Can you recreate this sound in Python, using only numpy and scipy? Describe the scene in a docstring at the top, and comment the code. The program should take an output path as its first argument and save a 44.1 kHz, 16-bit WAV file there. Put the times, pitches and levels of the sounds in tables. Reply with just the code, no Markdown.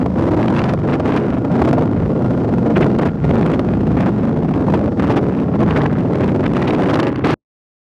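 """A rasping roar comes first: strong wind over a choppy lake buffets a camera microphone. Turbulent pressure
clips the capsule, so every gust crackles, and a high-pass wind filter thins the deepest bass. Water washes
behind it, shearing air spits at the port, a faint whistle comes and goes, and big eddies slam the capsule. The
roar stutters, short slices being heard twice, until the sound is cut off abruptly."""
import sys
import numpy as np
from scipy.fft import rfft, irfft, next_fast_len
from scipy.io import wavfile
from scipy.ndimage import uniform_filter1d, map_coordinates

SR = 44100
rng = np.random.default_rng(int(sys.argv[2]) if len(sys.argv) > 2 else 0)


def persist_wave(psi):
    """Save psi, clipped to +-1, as 16-bit WAV."""
    counts = np.round(np.clip(psi, -1, 1) * 32767).astype(np.int16)
    wavfile.write(sys.argv[1], SR, np.atleast_2d(counts).T)


N = 348831

# pressure spectrum of the eddies at the mean air speed: frequency_hz, relative_db
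EDDY_SPECTRUM = [(15, -11), (50, -3), (110, -2), (165, -3), (220, -0.5), (330, -6.5), (500, -14.5),
                 (900, -27.5), (2000, -51.5), (5000, -90)]
# nominal rate at which eddies pass the port, steering the roar's pitch: time_s, rate_hz
EDDY_RATE = [(.1, 222.4), (.22, 261.8), (.4, 243.4), (.8, 215.1), (1.25, 260.4), (1.37, 180.1),
             (1.5, 234.8), (1.7, 218), (1.81, 310.7), (1.9, 182.3), (2.25, 208), (2.72, 255.6),
             (2.9, 205.1), (3.25, 172), (3.5, 209.7), (3.82, 164.8), (4.1, 212), (4.4, 208.3),
             (4.68, 262.1), (5.17, 262.3), (5.25, 180.1), (5.4, 254.7), (5.6, 220.1), (5.78, 245.2),
             (5.9, 205.5), (6.05, 244.8), (6.3, 217.7), (6.65, 252.3), (6.95, 249.5), (7.15, 222.2),
             (7.3, 253.8)]
# hiss of air shearing at the port's edge: frequency_hz, relative_db
SHEAR_SPECTRUM = [(200, -18), (600, 4), (1100, 10), (1900, -0.5), (2800, -9), (4000, -22.5), (5500, -35),
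                  (8000, -53.5), (13000, -74)]
# grazing incidence, half added to the hiss and half taken off the eddies' force: time_s, grazing_db
GRAZING = [(0, -1), (1, -0.5), (2.2, -1.2), (2.8, -0.5), (3.3, -1.5), (3.8, -2), (4.3, 1.7), (5, 1.7),
           (5.7, 3), (6.3, -1.4), (6.7, 1.8), (7.3, 3.5)]
# level changes in gusts: start_s, length_s, rasp_db, boom_db, spitting_db
GUSTS = [(0.178, .38, 4.2, 0.61, -3.5), (0.554, .18, 7, 0, 0), (0.872, .09, 6.5, 0.5, 0),
         (1.05, .141, 6, 0, 4.5), (1.195, 0.182, 1, -1, 5), (1.511, .34, 3, 1, 2),
         (2.213, .11, 2, 1.16, -10), (2.537, .21, 0, 1.33, -3), (2.746, .135, 4, 2.5, -6),
         (2.881, .1, -.5, 1.19, -1), (2.986, .1, 6.5, 0.66, 0), (3.24, .22, 3.5, 2.5, -7),
         (3.458, .1, 4, 1, 4), (3.877, .09, 0, 1.5, -6), (3.962, .134, 3.5, 1.33, 7.5),
         (4.537, 0.1377, 1.5, 0, -10), (4.674, .09, 4.5, 2, -2), (4.99, .21, 5, .5, 1.5),
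         (5.585, .105, 4, 3, 2.5), (5.687, .185, 6, 0.71, 0), (6.212, 0.099, 3, 1, 6),
         (6.427, .048, 5, 0, 9), (6.535, .344, 6.5, 0, -0.5), (6.883, .216, 7, -.5, -0.5),
         (7.24, .11, 9.5, 0.3, 9.5)]
# level changes in lulls: start_s, length_s, rasp_db, boom_db, spitting_db
LULLS = [(0.036, 0.1484, -2, -1.5, -8), (0.748, .1, -2, -2, 0), (0.97, .076, -3, -2, 15.5),
         (1.391, .112, -5, -2.5, 2.5), (1.861, .34, -3, -0.23, 3.5), (3.099, 0.1154, -5.5, -4, -1.5),
         (3.61, 0.055, -1.5, -1.5, 0), (3.76, 0.1103, -4.5, 0, 6.5), (4.107, .07, -4, -1, 1),
         (4.9, 0.0795, -4, -2.5, -6), (5.31, .06, -1, -2, -1), (5.444, .075, -4, -1, 3.5),
         (6.14, .05, -1, -1.65, 5), (7.1, 0.1303, -.5, -3.5, 5)]
# hard jets of air that rattle the capsule between its stops: time_s, rise_db, fall_s
JETS = [(0.062, 6.5, .004), (.182, 1.5, .012), (0.937, 4.5, 0.0094), (1.001, 9, 0.0082), (1.057, 4.5, 0.01),
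        (1.162, 4, 0.0094), (1.45, 6.5, 0.0087), (1.62, 7.5, 0.005), (1.678, 7.5, 0.006),
        (1.733, 7.5, 0.0076), (1.781, 5.5, 0.0085), (1.819, 3.5, 0.0065), (2.995, 4, 0.0079),
        (3.016, 5, 0.0059), (3.035, 4, 0.0079), (3.056, 5, 0.0053), (3.357, 3, 0.004), (3.459, 4, 0.0036),
        (3.5, 5.5, 0.0035), (3.596, 7.5, 0.0034), (4.007, 5.5, 0.0067), (4.063, 6, 0.0064),
        (4.684, 5, 0.0032), (4.74, 6, 0.012), (4.998, 5.5, 0.0062), (5.102, 6, 0.017), (5.165, 6.5, 0.014),
        (5.6, 3.5, 0.0028), (5.636, 3.5, 0.0049), (5.707, 2, .006), (5.762, 2.5, 0.015), (5.818, 3, 0.0028),
        (5.861, 3, .003), (6.134, 5.5, 0.0024), (6.796, 4.5, 0.0099), (6.901, 4, 0.0045),
        (6.937, 4.5, 0.0039), (6.959, 4.5, 0.0051), (6.994, 6, 0.0072), (7.248, 3.5, .003)]
# small fast eddies inside a jet: frequency_hz, relative_db
JET_SPECTRUM = [(150, -21.5), (400, -0.5), (800, -3), (1300, -19.5), (3000, -49.5), (6000, -85)]
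# wash of the choppy water: frequency_hz, relative_db
WASH_SPECTRUM = [(100, -9), (600, 6), (1400, -5), (2500, -21.5), (5000, -17.5), (8000, -29), (13000, -43)]
# mean level of the wash: time_s, level_db
WASH_LEVEL = [(6.6, -46), (7.1, -56.5)]
# loudest spits of shearing air: time_s, half_width_s, relative_db, sizzle_over_core_db
SPITS = [(.43, 0.0016, -22.5, -15), (.483, .0015, -23, -12), (0.566, 0.003, -27, -12.5),
         (.593, 0.0026, -20, -14), (.641, 0.0018, -26.5, -6.5), (0.695, 0.0035, -27, -10),
         (.899, 0.0017, -26, -23), (0.937, .007, -26.5, -14), (1.123, 0.0027, -28.5, -15),
         (1.176, 0.0025, -23.5, -11), (2.766, 0.0058, -22, -23), (2.828, 0.0061, -21.5, -23),
         (3.072, .0015, -32, -14), (3.311, 0.0015, -25, -28), (3.368, .0012, -26, -31),
         (3.43, 0.0017, -25.5, -21), (3.541, .005, -29, -19), (4.54, 0.0014, -24.5, -19),
         (4.745, 0.0049, -31, -12), (5.112, 0.0095, -30, -10), (5.176, 0.01, -30, -12),
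         (5.709, .003, -23.5, -17), (5.769, 0.0059, -24.5, -14), (5.819, 0.0018, -22.5, -14),
         (5.863, 0.0015, -22, -16), (6.237, .004, -28, -23), (6.29, 0.0034, -29, -23),
         (6.464, 0.0018, -22.5, -12), (6.57, .002, -21, -15), (6.626, .002, -22.5, -12),
         (6.68, .004, -23.5, -10.5), (6.708, 0.0012, -21.5, -12), (6.75, .0015, -23, -14),
         (6.822, 0.0015, -25.5, -19.5), (6.86, 0.0019, -25.5, -22), (6.893, 0.0014, -24.5, -23.5),
         (6.901, 0.0012, -24.5, -7), (6.909, 0.00084, -23, -8), (6.943, .003, -23, -5.5),
         (6.958, 0.0013, -24.5, -7), (7.002, 0.0027, -25, -3.5), (7.031, 0.0017, -23.5, -11),
         (7.07, 0.0013, -23, -10.5), (7.16, 0.0012, -27, -9), (7.247, .0015, -20.5, -12.5),
         (7.305, 0.027, -30, -7)]
# chirping core of a spit: frequency_hz, relative_db
CORE_SPECTRUM = [(400, -14.5), (800, 3), (1250, 1), (1900, .5), (2700, -3), (3500, -12.5), (4500, -35.5),
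                 (7000, -58.5)]
# sizzle above that core: frequency_hz, relative_db
SIZZLE_SPECTRUM = [(1500, -29), (3000, 6.5), (4200, 2), (5800, -7.5), (8000, -20.5), (13000, -27.5)]
# swell and fade of the whistle: time_s, level_db
WHISTLE_LEVEL = [(0, -59.5), (1.2, -44), (2.0, -46), (2.5, -48.5), (3.3, -46), (4.1, -48.5), (4.8, -58)]
# throws of the capsule from stop to stop, before filtering: time_s, swing_db
SLAMS = [(1.657, -7), (1.712, -6), (2.781, -5), (2.844, -3.5), (3.356, -8), (3.412, -5.5), (4.793, -9.5),
         (4.86, -10), (4.997, -4), (5.024, -6.5), (5.072, -9), (5.098, -6.5), (5.161, -9), (6.845, -9)]

END_S = 7.343
BOOM_DB, RASP_DB = -15.5, -32.5  # low and high bands of the roar between gusts
ONSET_S, RELEASE_S = 0.0077, .016  # edges of a gust or lull
FLUTTER_PER_S, RASP_FLUTTER_DB, BOOM_FLUTTER_DB = 42, 1.35, 0.56
MEAN_EDDY_HZ, EDDY_FOLLOW = 212.36, 0.9  # rate at the mean air speed; exponent tying pitch to rate
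STALL_S, STALL_DEPTH = .009, 0.38  # the air stalls this long before a jet, by this share of its rise
FIRST_REPEAT_S, REPEAT_EVERY_S, REPEAT_LENGTH_S, REPEAT_SCATTER_S = .118, .11203, .049, .0095
SLAM_SWING_S, SLAM_HOLD_S, SLAM_PIN = 0.0002, 0.0023, .75  # crossing, dwell, share of the roar shut out
CUT_HZ, CUT_DAMPING = 107.6, 1.26  # wind-cut filter
SLAM_TOP_HZ, TOP_HZ = 5500, 13000  # low-pass corners of a slam and of the whole sound


def amp(db):
    """The decibel law: amplitude grows tenfold every 20 dB."""
    return 10 ** (np.asarray(db) / 20)


def unit(x):
    """Normalisation to rms 1."""
    return x / np.sqrt(np.mean(x ** 2) + 1e-20)


def curve(rows):
    """Linear interpolation of (time_s, value) points at every sample."""
    return np.interp(np.arange(N) / SR, *np.transpose(rows))


def wobble(rate):
    """Smooth random modulation: a spline through rate knots a second."""
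    return map_coordinates(rng.standard_normal(N // 20), [np.arange(N) * rate / SR], mode="wrap")


def filtered(x, response):
    """Linear filtering: the spectrum is multiplied by a frequency response."""
    size = next_fast_len(N + SR // 2)
    return irfft(rfft(x, size) * response(np.fft.rfftfreq(size, 1 / SR)), size)[:N]


def noise(spectrum):
    """Spectral shaping of white noise, scaled to rms 1."""
    hz, db = np.transpose(spectrum)
    return unit(filtered(rng.standard_normal(N), lambda f: amp(np.interp(np.log(f + 1), np.log(hz), db))))


def steady(x, span_s):
    """Envelope flattening: division by the running rms."""
    size = max(int(span_s * SR), 2)
    return x / np.sqrt(np.abs(uniform_filter1d(uniform_filter1d(x ** 2, size), size)) + 1e-12)


def swept_eddies(speed):
    """Frozen turbulence: a fixed pattern drifts past, so faster air raises all its frequencies."""
    return map_coordinates(noise(EDDY_SPECTRUM), [np.cumsum(speed)], mode="mirror")


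def overload(pressure):
    """Hard clipping: the capsule stops dead at +-1, and each corner of the wave clicks."""
    return np.clip(pressure, -1, 1)


def wind_cut(x):
    """Second-order high-pass filtering: each flat top sags back to zero."""
    return filtered(x, lambda f: -f ** 2 / (CUT_HZ ** 2 - f ** 2 + 1j * CUT_DAMPING * CUT_HZ * f))


def buffeting():
    """Turbulent pressure saturates the capsule: big eddies pin it, fast ones spit and rasp."""
    gust_db, push_db, spitting_db = gusts_and_lulls()
    jet_db = jets(attack_s=0.004)
    grazing_db = curve(GRAZING)
    boom_db = BOOM_DB + push_db + 0.31 * jet_db
    rasp_db = RASP_DB + gust_db + jet_db
    gust_db, push_db = gust_db - np.mean(gust_db), push_db - np.mean(push_db)
    lurch_db = 1.55 * wobble(rate=70) + 1.35 * wobble(rate=230)
    speed = (curve(EDDY_RATE) / MEAN_EDDY_HZ) ** EDDY_FOLLOW
    speed *= amp(.12 * (gust_db - .7 * push_db) + lurch_db)
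    # short slices of the fine texture are heard twice, all layers together
    eddies, shear, lurch_db, flutter, flicker = stutter(np.array(
        [swept_eddies(speed), noise(SHEAR_SPECTRUM), lurch_db, wobble(FLUTTER_PER_S), wobble(rate=380)]))
    force_db = 0.24 + 0.088 * gust_db + 0.59 * push_db + 0.22 * lurch_db - .5 * grazing_db
    rattle = amp(-3.5) * (amp(jet_db) - 1) * steady(noise(JET_SPECTRUM), span_s=0.0081)
    clipped = overload(amp(force_db) * steady(eddies, span_s=.05) + rattle)
    # shear hiss comes in brief spits, mostly shut out while the capsule is pinned
    spit_db = 13 * np.tanh(0.7 * flicker + 0.13 * lurch_db - .45) + spitting_db
    hiss_db = np.minimum(-23.0 + 0.98 * gust_db - .5 * push_db + .5 * grazing_db + spit_db, -12)
    hiss = amp(hiss_db) * shear * (1 - 1.17 * clipped ** 4)
    capsule = wind_cut(clipped + hiss)
    # the round swings boom, their sharp corners rasp
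    boom = filtered(capsule, lambda f: 1 / (1 + (f / 680) ** 4))
    rasp = filtered(capsule - boom, lambda f: 1 / np.sqrt(1 + (f / 11500) ** 4))
    return (amp(boom_db + BOOM_FLUTTER_DB * flutter) * steady(boom, span_s=0.052)
            + amp(rasp_db + RASP_FLUTTER_DB * flutter) * steady(rasp, span_s=0.034))


def water():
    """Incoherent addition: many small waves merge into a noisy wash, quieter towards the end."""
    return amp(curve(WASH_LEVEL) + 1.1 * wobble(rate=7.6)) * noise(WASH_SPECTRUM)


def gusts_and_lulls():
    """Amplitude modulation by unsteady wind: trapezoids of rasp, boom and spitting, in dB."""
    t, total_db = np.arange(N) / SR, np.zeros((3, N))
    for start_s, length_s, *change_db in GUSTS + LULLS:
        ramp = np.minimum((t - start_s) / ONSET_S, (start_s + length_s - t) / RELEASE_S)
        total_db += np.outer(change_db, np.clip(ramp + .5, 0, 1))
    return total_db


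def jets(attack_s):
    """Intermittency: the air stalls briefly, then a jet rises above the gust; the change in dB."""
    change_db = np.zeros(N)
    for time_s, rise_db, fall_s in JETS:
        here = np.arange(max(int(time_s * SR) - SR // 20, 0), int(time_s * SR) + SR // 20)
        t = here / SR - time_s
        stall = STALL_DEPTH * np.exp(-.5 * ((t + STALL_S) / attack_s) ** 2)
        surge = np.exp(-.5 * (t / np.where(t < 0, attack_s, fall_s)) ** 2)
        change_db[here] += rise_db * (surge - stall)
    return change_db


def stutter(x):
    """Periodic delay: on a strict beat the preceding moment repeats, with equal-power crossfades."""
    out, margin = x.copy(), SR // 200
    for start_s in np.arange(FIRST_REPEAT_S, END_S, REPEAT_EVERY_S):
        length_s = rng.normal(REPEAT_LENGTH_S, REPEAT_SCATTER_S)
        length_s = np.clip(length_s, REPEAT_LENGTH_S / 2, 2 * REPEAT_LENGTH_S)
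        first, count = int(start_s * SR), int(length_s * SR)
        here = np.arange(first - margin, first + count + margin)
        blend = np.pi / 2 * np.clip(np.minimum(here - here[0], here[-1] - here) / (2 * margin), 0, 1)
        out[:, here] = np.cos(blend) * x[:, here] + np.sin(blend) * x[:, here - count]
    return out


def spits():
    """Shear noise at the port: a brief burst chirps, a long one rips, a sizzling one cracks."""
    core = steady(noise(CORE_SPECTRUM), span_s=0.0014)
    sizzle = steady(noise(SIZZLE_SPECTRUM), span_s=0.0022)
    out = np.zeros(N)
    for time_s, half_width_s, relative_db, sizzle_db in SPITS:
        here = np.arange(int(time_s * SR) - SR // 10, int(time_s * SR) + SR // 10)
        burst = np.exp(-.5 * ((here / SR - time_s) / half_width_s) ** 2)
        out[here] += amp(relative_db) * burst * (core[here] + amp(sizzle_db) * sizzle[here])
    return amp(1.5) * out


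def whistle(pitch_hz=1408, half_width_hz=20):
    """Flow-excited resonance: wind across a narrow gap sings in a thin band of noise."""
    tone = filtered(rng.standard_normal(N), lambda f: 1 / (1 + ((f - pitch_hz) / half_width_hz) ** 2))
    return amp(curve(WHISTLE_LEVEL)) * unit(tone)


def with_slams(roar):
    """Limited travel: an eddy pins the capsule, choking the roar, then throws it to the other stop."""
    swing, free = np.zeros(N), np.ones(N)
    for time_s, swing_db in SLAMS:
        here = np.arange(int(time_s * SR) - SR // 20, int(time_s * SR) + SR // 20)
        t = here / SR - time_s
        crossing = 1 - 2 * np.exp(np.minimum(t, 0) / SLAM_SWING_S)
        swing[here] += amp(swing_db) * crossing * np.exp(-(t / SLAM_HOLD_S) ** 2)
        free[here] *= 1 - SLAM_PIN * np.exp(-(t / SLAM_HOLD_S + .5) ** 2)
    thuds = filtered(wind_cut(swing), lambda f: 1 / np.sqrt(1 + (f / SLAM_TOP_HZ) ** 2))
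    return free * roar + thuds


def scene():
    """Superposition of wind, whistle and water up to the cut, where a faint rumble dies away."""
    t = np.arange(N) / SR
    gate = np.clip((END_S - t) / .002, 0, 1)
    rumble = amp(-49 - 520 * np.abs(t - END_S)) * noise(EDDY_SPECTRUM)
    mix = with_slams(buffeting()) + spits() + whistle() + water()
    return (gate * mix + rumble)[None]


def record(dry):
    """Band limiting: the camera's steep low-pass removes the highest treble."""
    return filtered(dry[0], lambda f: 1 / np.sqrt(1 + (f / TOP_HZ) ** 80))[None]


dry = scene()
out = record(dry)
persist_wave(out)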